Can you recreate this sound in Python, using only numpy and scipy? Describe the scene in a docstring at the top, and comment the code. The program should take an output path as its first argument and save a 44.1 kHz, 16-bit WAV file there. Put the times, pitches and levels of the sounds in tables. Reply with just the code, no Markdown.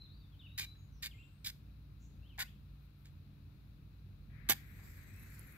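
"""Striking a match outdoors

Close to the microphone, a match scrapes four times along its box and catches on the fifth stroke.
Grit rings the small cardboard box; the head bursts alight, then hisses and ticks as it burns.
Birds whistle in the distance and a far engine hums, under wind rumbling on the microphone."""
import sys
import numpy as np
from scipy import signal
from scipy.fft import rfft, irfft, next_fast_len
from scipy.io import wavfile
from scipy.ndimage import uniform_filter1d, map_coordinates

SR = 44100
rng = np.random.default_rng(int(sys.argv[2]) if len(sys.argv) > 2 else 0)


def generate_wav(signal):
    """Clip the signal to [-1, 1] and save it as 16-bit WAV at the path in sys.argv[1]."""
    frames = np.transpose(np.atleast_2d(signal))
    scaled = np.clip(frames, -1, 1) * 32767
    pcm = np.round(scaled).astype(np.int16)
    wavfile.write(sys.argv[1], SR, pcm)


N = 245985
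TIME = np.arange(N) / SR

# Table levels are relative: each source is filtered and balanced afterwards.
# strokes on the striker: (time [s], length [s], peak after [s], level [dB], build-up [dB], fade [dB],
# box tuning [ratio], further tuning of lowest modes [ratio], of top modes [ratio],
# low modes [dB], high modes [dB], top modes [dB], grit [dB])
STROKES = [(0.5756, 0.072, 0.018, -35.5, 4.5, 10.5, 1.07, 1.05, 1.01, -9, -2.5, -1.5, -10),
           (1.0209, 0.049, 0.0068, -39.5, 13, 1.5, 1.056, 1.46, 0.97, -9.5, 0.5, 4.5, -8),
           (1.4432, 0.059, 0.028, -44.5, 7, 11, 1.02, 1, 1.06, -8, 6, 11.5, 0),
           (2.387, 0.04, 0.023, -38, 1, 0, .99, 1.02, 1.04, 0.5, -5.5, -4, -7),
           (4.486, 0.037, 0.0086, -38.5, 21, 3.5, 0.97, 1.35, 1.04, 10, -10, 10, 6)]
# soft knocks and brushes on the box, and one dull puff of the flame:
# (time [s], level [dB], decay [s], treble edge [Hz], box ring [dB])
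TAPS_AND_PUFF = [(0.751, -57, 0.0049, 4000, -2), (2.3834, -26.5, 0.0057, 1250, 5.5),
                 (3.046, -65, 0.032, 15000, -13), (3.054, -58.5, 0.011, 15100, -20),
                 (4.788, -51, 0.012, 1100, 7)]
# coarse grains snapping: (time [s], click [dB], knock on the box [dB])
SNAPS = [(0.5783, -36, -31), (0.5875, -30, -35), (0.5969, -27.5, -39), (1.028, -39, -32), (1.06, -33, -32),
         (1.453, -42, -43), (1.4713, -28, -44), (1.502, -42, -41), (2.379, -45, -42), (2.405, -45, -29),
         (2.423, -50, -27), (2.425, -39, -24.5), (4.4893, -22, -40), (4.533, -30.5, -34)]
# resonances of box and drawer, and the dips between them: (frequency [Hz], width [Hz], gain [dB])
BOX_MODES = [(794, 110, -12), (1072, 91, -10), (1495, 71, -3.5), (1797, 125, 1), (2070, 22, -3.5),
             (2240, 90, 3), (2660, 31, -6), (2920, 64, -5.5), (3440, 96, 0), (3745, 175, -1.5),
             (4080, 130, -6.5), (4570, 190, -5), (5170, 130, -14)]
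BOX_DIPS = [(650, 89, -12), (1303, 51, -8.5), (2730, 100, -5.5), (3080, 96, -5.5), (4150, 84, -2.5),
            (5700, 560, -5.5), (9400, 650, -6.5)]
# the head catching: (time [s], level [dB], decay [s])
SPURTS = [(4.4952, -21.5, 0.0089), (4.5055, -20.5, 0.0033), (4.5195, -24, 0.0029)]
# body and treble of the flame's hiss: (time [s], level [dB])
HISS_BODY = [(4.6, -73), (4.76, -68.5), (4.86, -62.5), (5.08, -67), (5.2, -65), (5.38, -63.5), (5.56, -70)]
HISS_TREBLE = [(4.6, -71), (4.7, -63), (4.81, -66.5), (4.87, -62.5), (4.98, -66.5), (5.111, -69),
               (5.2, -64), (5.3, -64), (5.42, -62), (5.56, -64)]
# near echoes of the hiss: (time [s], delay off the hand [s], delay off a board [s])
ECHOES = [(4.6, 0.00058, 0.0015), (4.73, 0.0005, 0.00084), (4.87, 0.0004, 0.00081),
          (5.15, 0.00052, 0.00076), (5.35, 0.000414, 0.00069), (5.56, 0.00046, 0.00071)]
# the loudest pops in the flame: (time [s], level [dB])
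POPS = [(5.162, -50), (5.197, -45.5), (5.234, -48), (5.303, -48), (5.327, -53), (5.351, -51),
        (5.394, -34.5), (5.524, -46)]
# shifts of grip: (middle time [s], length [s], level [dB])
RUSTLES = [(2.845, .07, -79), (3.01, 0.079, -78)]
# distant bird notes: (time [s], length [s], start [Hz], middle [Hz], end [Hz], level [dB], crescendo [dB])
WHISTLES = [(0, 0.023, 3950, 4110, 4000, -63, 13.5), (0.044, .022, 4110, 3970, 3600, -63.5, -2),
            (0.093, 0.039, 3600, 3940, 4200, -65.5, 0), (0.137, 0.089, 4500, 4580, 4530, -76, -5),
            (0.217, 0.042, 3800, 3680, 3520, -74, -1), (0.321, 0.033, 3350, 3240, 2910, -73.5, -4),
            (0.393, 0.035, 3750, 3380, 2590, -63, -3), (0.433, 0.04, 2880, 2955, 2560, -61.5, 10),
            (0.466, 0.26, 3680, 3897, 3959, -66.5, 13.5), (1.111, 0.053, 3510, 2255, 2240, -66.5, -7),
            (1.18, 0.039, 2400, 2774, 2670, -61, 8.5), (1.225, 0.014, 2900, 3350, 3660, -68.5, -8),
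            (2.222, 0.061, 2620, 2950, 3560, -74, 6), (2.291, 0.068, 3250, 2740, 2220, -71, -7),
            (2.437, 0.057, 2470, 2680, 3570, -69, 4), (5.1, 0.17, 2400, 2620, 2574, -75.5, -3),
            (5.506, 0.088, 2420, 2510, 2580, -74, 20)]
# thin calls of smaller birds: (time [s], length [s], start [Hz], end [Hz], width [Hz], level [dB])
LISPS = [(0.767, 0.11, 6680, 6620, 477, -82.5), (0.93, 0.078, 6130, 5300, 600, -77),
         (1.122, 0.16, 7380, 7560, 900, -82.5), (1.32, 0.12, 8600, 8450, 700, -89),
         (2.007, 0.064, 6600, 6600, 1700, -73.5)]
# far engine's harmonics: (multiple of shaft speed [ratio], level [dB])
ENGINE_ORDERS = [(2, -60.5), (3, -85.5), (4, -71.5), (5, -63.5), (6, -78), (7, -73.5), (9, -82.5),
                 (10, -79.5), (11, -84)]
# gusts on the microphone: (time [s], level [dB])
GUSTS = [(0.0, -51.5), (0.24, -55), (1.2, -52), (1.36, -58), (1.5, -52.5), (1.96, -53.5), (2.14, -49.5),
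         (3.04, -57), (3.14, -52), (3.66, -52.5), (4.48, -48.5), (5.56, -50.5)]
# each source's spectrum at the microphone: (frequency [Hz], gain [dB])
GRIT_COLOUR = [(150, -8.5), (600, -18.5), (1200, -19.5), (1600, 0.5), (3500, 5), (5200, -0.5), (5900, -4),
               (6600, 1), (8000, -0.5), (9300, -6), (11700, 4), (14200, 4.5), (16000, -8)]
BURST_COLOUR = [(60, -27), (200, 3.5), (260, 3), (330, 4), (450, -3.5), (620, -4.5), (800, 5.5), (950, -13),
                (1170, 3.5), (1300, -15), (1700, -4), (2400, -10), (2750, -0.5), (3500, -4), (5700, -5.5),
                (6700, -1.5), (7350, -17), (7900, 2), (8950, -21), (9600, -9), (11200, 2), (12800, 4.5),
                (14000, 7), (16000, -5)]
HISS_COLOUR = [(300, 0.5), (1000, -3), (2500, -12), (4000, -7), (5500, -10.5), (7800, -5), (9000, -24.5),
               (10500, -10), (12500, -2.5), (14000, -6.5), (16000, -4)]
BLAZE_COLOUR = [(150, 1), (320, 11.5), (550, -9), (1000, -6), (1500, 7), (2400, -5), (3300, -19),
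                (5000, -23)]
SKIN_COLOUR = [(2000, -20), (9000, -14), (12000, 4), (15000, -3)]
WIND_COLOUR = [(20, -16.5), (35, -13), (52, 11), (70, -1), (92, 10), (130, -3), (180, -5), (230, -9),
               (320, -18), (450, -25.5), (800, -36.5), (2000, -77)]
RUSH_COLOUR = [(400, -33), (900, -21), (1450, -4.5), (1950, 2), (2450, -2), (2900, -18.5), (3800, -19.5),
               (6000, -57)]
AIR_COLOUR = [(100, 7.5), (400, 5), (750, 1), (1350, 2.5), (2000, -2), (2550, 1), (3100, -3.5), (4000, -1),
              (5500, -9), (8500, -18), (11500, -8), (16000, -7)]
# stereo balance: (frequency [Hz], left minus right [dB])
BURST_PAN = [(100, 0), (700, 3.5), (2300, 1), (3500, -21), (4500, 7), (6000, -18), (10000, -10.5),
             (12500, -17.5), (14500, 0)]
HISS_PAN = [(1000, 5.5), (4000, -3), (6000, -10.5), (7400, -4.5), (8400, -27), (10000, 1), (12500, -16),
            (15000, -2)]
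AIR_PAN = [(500, 1), (1300, 10), (2000, 5), (2550, 12), (3100, 3.5), (4000, 15.5), (5500, -1), (8500, 2),
           (15000, -3)]
# phase offset that widens the match in stereo: (frequency [Hz], left lag [rad])
STEREO_LAG = [(300, 0.21), (1400, 0.42), (2500, 1.99), (4000, 2.05), (8000, 2.17), (11000, 3.8),
              (16000, 1.9)]

BITE_S, LIFT_S, SNAP_DECAY_S = 0.0051, 0.0047, 0.0017
LOWEST_BELOW_HZ, MIDDLE_FROM_HZ, HIGH_FROM_HZ, TOP_FROM_HZ = 1300, 1920, 3200, 4400  # box mode groups
CONTACT_WAVER_DB, CONTACT_PER_S = 3.2, 90
SIZZLE_WAVER_DB, SPUTTER_DB, TREBLE_FROM_HZ = 1.9, 1.3, 9500
HAND_ECHO_GAIN, BOARD_ECHO_GAIN = 0.3, 0.27
CRACKLE_START_S, CRACKLE_PER_S, CRACKLE_SPREAD_DB = 5.15, 14, 3
SHAFT_HZ, DRONE_HZ = 28.53, 96
TOP_HZ = 15600


def scrapes():
    """Close up, the head grips and slips over the grit; each grain clicks and rings the box."""
    slips = grains(rate=3200, spread_db=2.8) * amp(.7 + 2 * walk(380))
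    taps, box_taps = taps_and_puff(slips)
    snaps = noise() * bursts([(s, db, SNAP_DECAY_S) for s, db, _ in SNAPS], rise_s=0.00018)
    knocks = noise() * bursts([(s, db, SNAP_DECAY_S) for s, _, db in SNAPS], rise_s=0.0015)
    box = ring(box_taps + knocks, BOX_MODES)
    force = 0
    for stroke in STROKES:
        motion, grip, grit_db = stroke[:6], stroke[6:-1], stroke[-1]
        press = push(*motion)
        modes = held_box(*grip)
        for panel in range(4):  # the sliding head favours now one panel, now another
            contact = amp(CONTACT_WAVER_DB * (walk(CONTACT_PER_S) - .2))
            box = box + ring(slips * press * contact, modes[panel::4])
        force = force + press * amp(grit_db)
    # the finest rasp differs between left and right
    rasp = np.array([grains(rate=1500, spread_db=2.7) for _ in range(2)]) * force
    grit = colour(slips * force + taps + snaps + rasp, GRIT_COLOUR)
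    pan = [(500, 1), (1800, 5), (3000, 0.5), (7000, -3), (14000, -2)]
    return place(amp(9) * box + amp(-1) * grit, pan, STEREO_LAG)


def push(s, length, peak_after, db, build_db, fade_db):
    """Pressure of one stroke: it bites, builds to its peak, fades and lifts off."""
    age = TIME - s
    press_db = np.interp(age, [0, min(peak_after, length), length], [db - build_db, db, db - fade_db])
    lift = np.exp(-np.clip((age - length) / LIFT_S, 0, 20))
    return amp(press_db) * ramp(s, BITE_S) * lift


def taps_and_puff(slips):
    """Soft knocks and brushes on the box, and one dull puff of the flame: bare, and as the box's drive."""
    taps, drive = 0, 0
    for s, db, decay, edge_hz, box_db in TAPS_AND_PUFF:
        # each has its own treble edge, from dull knock to light, bright brush
        tap = low_pass(slips * bursts([(s, db, decay)], rise_s=0.0016), edge_hz, order=2)
        taps = taps + tap
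        drive = drive + tap * amp(box_db)
    return taps, drive


def held_box(tuning, low_tuning, top_tuning, low_db, high_db, top_db):
    """Modes of the box in the hand: the fingers stiffen it and damp some of its panels."""
    modes = []
    for hz, width, db in BOX_MODES:
        stretch = low_tuning if hz < LOWEST_BELOW_HZ else top_tuning if hz > TOP_FROM_HZ else 1
        group = np.searchsorted((MIDDLE_FROM_HZ, HIGH_FROM_HZ, TOP_FROM_HZ), hz)
        modes.append((hz * tuning * stretch, width, db + (low_db, 0, high_db, top_db)[group]))
    return modes


def panel_dips(x):
    """Narrow dips where the panels of the box cancel each other."""
    return shape(x, lambda f: amp(sum(db / (1 + (2 * (f - hz) / width) ** 2)
                                      for hz, width, db in BOX_DIPS)))


def ignition():
    """The head goes off near the microphone in a few crackling spurts of gas."""
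    crackle = grains(rate=20000, spread_db=1.9) + amp(-11) * stereo_noise()
    spurts = crackle * bursts(SPURTS, rise_s=0.00087)
    return place(colour(spurts, BURST_COLOUR), BURST_PAN, STEREO_LAG)


def flame_hiss():
    """Gas jets sizzle from the head; near echoes comb the hiss and slide as the match moves."""
    gas = colour(np.array([grains(rate=14000, spread_db=2) for _ in range(2)]), HISS_COLOUR)
    jets = gas
    times, *delays = np.transpose(ECHOES)
    for delay, gain in zip(delays, (HAND_ECHO_GAIN, BOARD_ECHO_GAIN)):
        clock = (TIME - np.interp(TIME, times, delay)) * SR
        echo = np.array([map_coordinates(side, [clock], order=5, mode="mirror") for side in gas])
        jets = jets + gain * echo
    jets = unit(jets) * amp(SPUTTER_DB * walk(90))
    hiss = 0
    for hz in np.linspace(3000, 16000, 14):  # each band wavers on its own
        band = low_pass(jets, hz, order=48)
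        jets = jets - band
        level_db = follow(HISS_TREBLE if hz > TREBLE_FROM_HZ else HISS_BODY)
        hiss = hiss + band * amp(level_db + SIZZLE_WAVER_DB * walk(16))
    return place(hiss * amp(-1) * ramp(start_s=4.5, rise_s=0.035), HISS_PAN)


def flame_pops():
    """Tiny blisters pop on the hot head, to the right: a few loud ones, and fainter ones by chance."""
    chance = (rng.random(N) < CRACKLE_PER_S / SR) * (TIME > CRACKLE_START_S)
    clicks = chance * amp(-53 + CRACKLE_SPREAD_DB * noise())
    for s, db in POPS:
        clicks[int(s * SR)] += amp(db)
    blister = [(10530, 420, 0)]
    pings = ring(ring(clicks, blister), blister)
    ticks = colour(clicks, [(3000, -24), (9000, -22), (11000, 3.5), (15000, -10)])
    return (amp(16.5) * pings + amp(6) * ticks) * sides(-14)


def flame_flutter():
    """The growing flame flutters softly on the left."""
    blaze = unit(colour(noise(), BLAZE_COLOUR)) * amp(-71.5 + 2 * walk(22))
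    return blaze * ramp(start_s=4.96, rise_s=0.34) * sides(11)


def fingers():
    """Skin brushes softly along the matchstick, close by."""
    touch = sum(amp(db) * np.cos(np.pi * np.clip((TIME - s) / length, -.5, .5))
                for s, length, db in RUSTLES)
    return unit(colour(stereo_noise(), SKIN_COLOUR)) * touch


def bird_whistles():
    """Distant birds, a little to the left: each fluttering note glides along one arc of pitch."""
    song = np.zeros(N)
    waver = 1 + 0.01294 * walk(300)
    for s, length, start_hz, middle_hz, end_hz, db, crescendo_db in WHISTLES:
        arc = np.polyfit([0, .5, 1], [start_hz, middle_hz, end_hz], 2)
        hz = np.polyval(arc, ramp(s, length))
        voice = swell([s, s + length], [db - crescendo_db / 2, db + crescendo_db / 2], edge_s=0.0024)
        song += np.sqrt(2) * voice * tone(hz * waver)
    return song * amp(2.5 * walk(110) - 2) * sides(2.3)


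def bird_lisps():
    """Smaller birds call in high tones so unsteady that they blur into narrow bands."""
    lisps, hiss = np.zeros(N), noise()
    for s, length, start_hz, end_hz, width, db in LISPS:
        hz = np.interp(TIME, [s, s + length], [start_hz, end_hz])
        flutter = unit(low_pass(hiss, width / 2, order=4))
        lisps += swell([s, s + length], [db, db], edge_s=0.036) * flutter * tone(hz)
    return lisps


def engine():
    """Far off, harmonics of a slowly turning shaft fade in and out on their way, beside a second drone."""
    turns = np.cumsum(SHAFT_HZ * (1 + 0.0032 * walk(2.31))) / SR
    hum = sum(amp(db + 2 * walk(8)) * np.sin(2 * np.pi * (multiple * turns + rng.random()))
              for multiple, db in ENGINE_ORDERS)
    drone = amp(-64.5 + 2 * walk(3.9)) * tone(DRONE_HZ * (1 + 0.012 * walk(6.8)))
    return np.sqrt(2) * (hum + drone)


def wind():
    """Gusts rumble on the microphone, mostly alike on both sides."""
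    gust_db = follow(GUSTS) - 4.5 + 0.77 * walk(9.9)
    buffeting = noise() + amp(-10.5) * stereo_noise()
    return unit(colour(buffeting, WIND_COLOUR)) * amp(gust_db)


def open_air():
    """Faint, wide air all around; off to the left a soft rushing sets in and holds."""
    air = place(unit(colour(stereo_noise(), AIR_COLOUR)), AIR_PAN) * amp(-73.5 + 0.29 * walk(5.6))
    rush = unit(colour(stereo_noise(), RUSH_COLOUR)) * amp(-62 + walk(40))
    return air + rush * ramp(start_s=4.28, rise_s=0.076) * amp([[0], [-17]])


def scatter(x, t60_s, wet_db, treble_db):
    """Ground, leaves and trunks throw back a thin, short tail."""
    age = TIME[:SR // 2]
    tail = rng.standard_normal((2, len(age))) * amp(-60 * age / t60_s) * (age > .004)
    tail = tail / np.sqrt(np.sum(tail ** 2, axis=1, keepdims=True))
    echo = signal.fftconvolve(x, tail, axes=1)[:, :N]
    return x + amp(wet_db) * colour(echo, [(300, 11), (2000, -0.5), (5000, 0), (13000, treble_db)])


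def place(x, pan, lag=((20, 0), (20000, 0))):
    """Widen the sound: level and phase differ between left and right, by frequency."""
    split = np.array([[.5], [-.5]])
    return shape(x, lambda f: sides(curve(pan, f)) * np.exp(-1j * curve(lag, f) * split))


def sides(pan_db):
    return amp(np.array([[.5], [-.5]]) * pan_db)


def amp(db):
    return 10 ** (np.asarray(db) / 20)


def unit(x):
    return x / np.sqrt(np.mean(x ** 2))


def noise():
    return rng.standard_normal(N)


def stereo_noise():
    return np.array([noise(), noise()])


def tone(hz):
    return np.sin(2 * np.pi * np.cumsum(hz) / SR)


def grains(rate, spread_db):
    """Dense random clicks, a few much bigger than the rest."""
    size = amp(spread_db * np.minimum(rng.exponential(size=N), 3.5))
    return unit((rng.random(N) < rate / SR) * size * np.sign(noise()))


def walk(rate):
    """Smooth random drift with a spread near 1, at `rate` steps a second."""
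    hold = int(SR / rate)
    steps = rng.standard_normal(N // 40)
    return uniform_filter1d(steps[np.arange(N) // hold], hold)


def ramp(start_s, rise_s):
    return np.clip((TIME - start_s) / rise_s, 0, 1)


def follow(points):
    """Join (time [s], level [dB]) points."""
    return np.interp(TIME, *np.transpose(points))


def swell(times, db, edge_s):
    """A level curve that is silent outside its span, with soft edges."""
    gain = amp(np.interp(TIME, times, db)) * (TIME >= times[0]) * (TIME <= times[-1])
    return uniform_filter1d(gain, int(edge_s * SR))


def bursts(rows, rise_s):
    """Envelope of quick attacks that die away; their powers add."""
    power = np.zeros(N)
    for s, db, decay in rows:
        age = np.maximum(TIME - s, 0)
        power += (amp(db) * (1 - np.exp(-age / rise_s)) * np.exp(-np.minimum(age / decay, 20))) ** 2
    return np.sqrt(power)


def curve(points, hz):
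    """Join points on a log-frequency axis."""
    frequencies, values = np.transpose(points)
    return np.interp(np.log(hz + 1), np.log(frequencies), values)


def shape(x, response):
    """Filter by a function of frequency."""
    size = next_fast_len(N + 4096, True)
    hz = np.arange(size // 2 + 1) * SR / size
    return irfft(rfft(x, size) * response(hz), size)[..., :N]


def colour(x, points):
    return shape(x, lambda f: amp(curve(points, f)))


def low_pass(x, hz, order):
    return shape(x, lambda f: 1 / (1 + (f / hz) ** order))


def ring(x, modes):
    """Damped resonances side by side; each radiates poorly below its own pitch."""
    return shape(x, lambda f: sum(
        amp(db) * np.minimum(f / hz, 1) * 1j * f * width / (hz ** 2 - f ** 2 + 1j * f * width)
        for hz, width, db in modes))


def scene():
    """The match in front, birds and engine far behind, wind on the microphone."""
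    strokes = scatter(panel_dips(scrapes()), t60_s=0.3, wet_db=-18.5, treble_db=-1)
    burst = scatter(ignition(), t60_s=0.22, wet_db=-23, treble_db=-19)
    birds = scatter(bird_whistles() + bird_lisps(), t60_s=0.45, wet_db=-1.5, treble_db=6)
    flame = flame_hiss() + flame_pops() + flame_flutter()
    return strokes + burst + flame + fingers() + birds + engine() + wind() + open_air()


def record(dry):
    """The recorder cuts the highest treble steeply."""
    return signal.sosfilt(signal.ellip(10, .2, 70, TOP_HZ, fs=SR, output="sos"), dry)


dry = scene()
out = record(dry)
generate_wav(out)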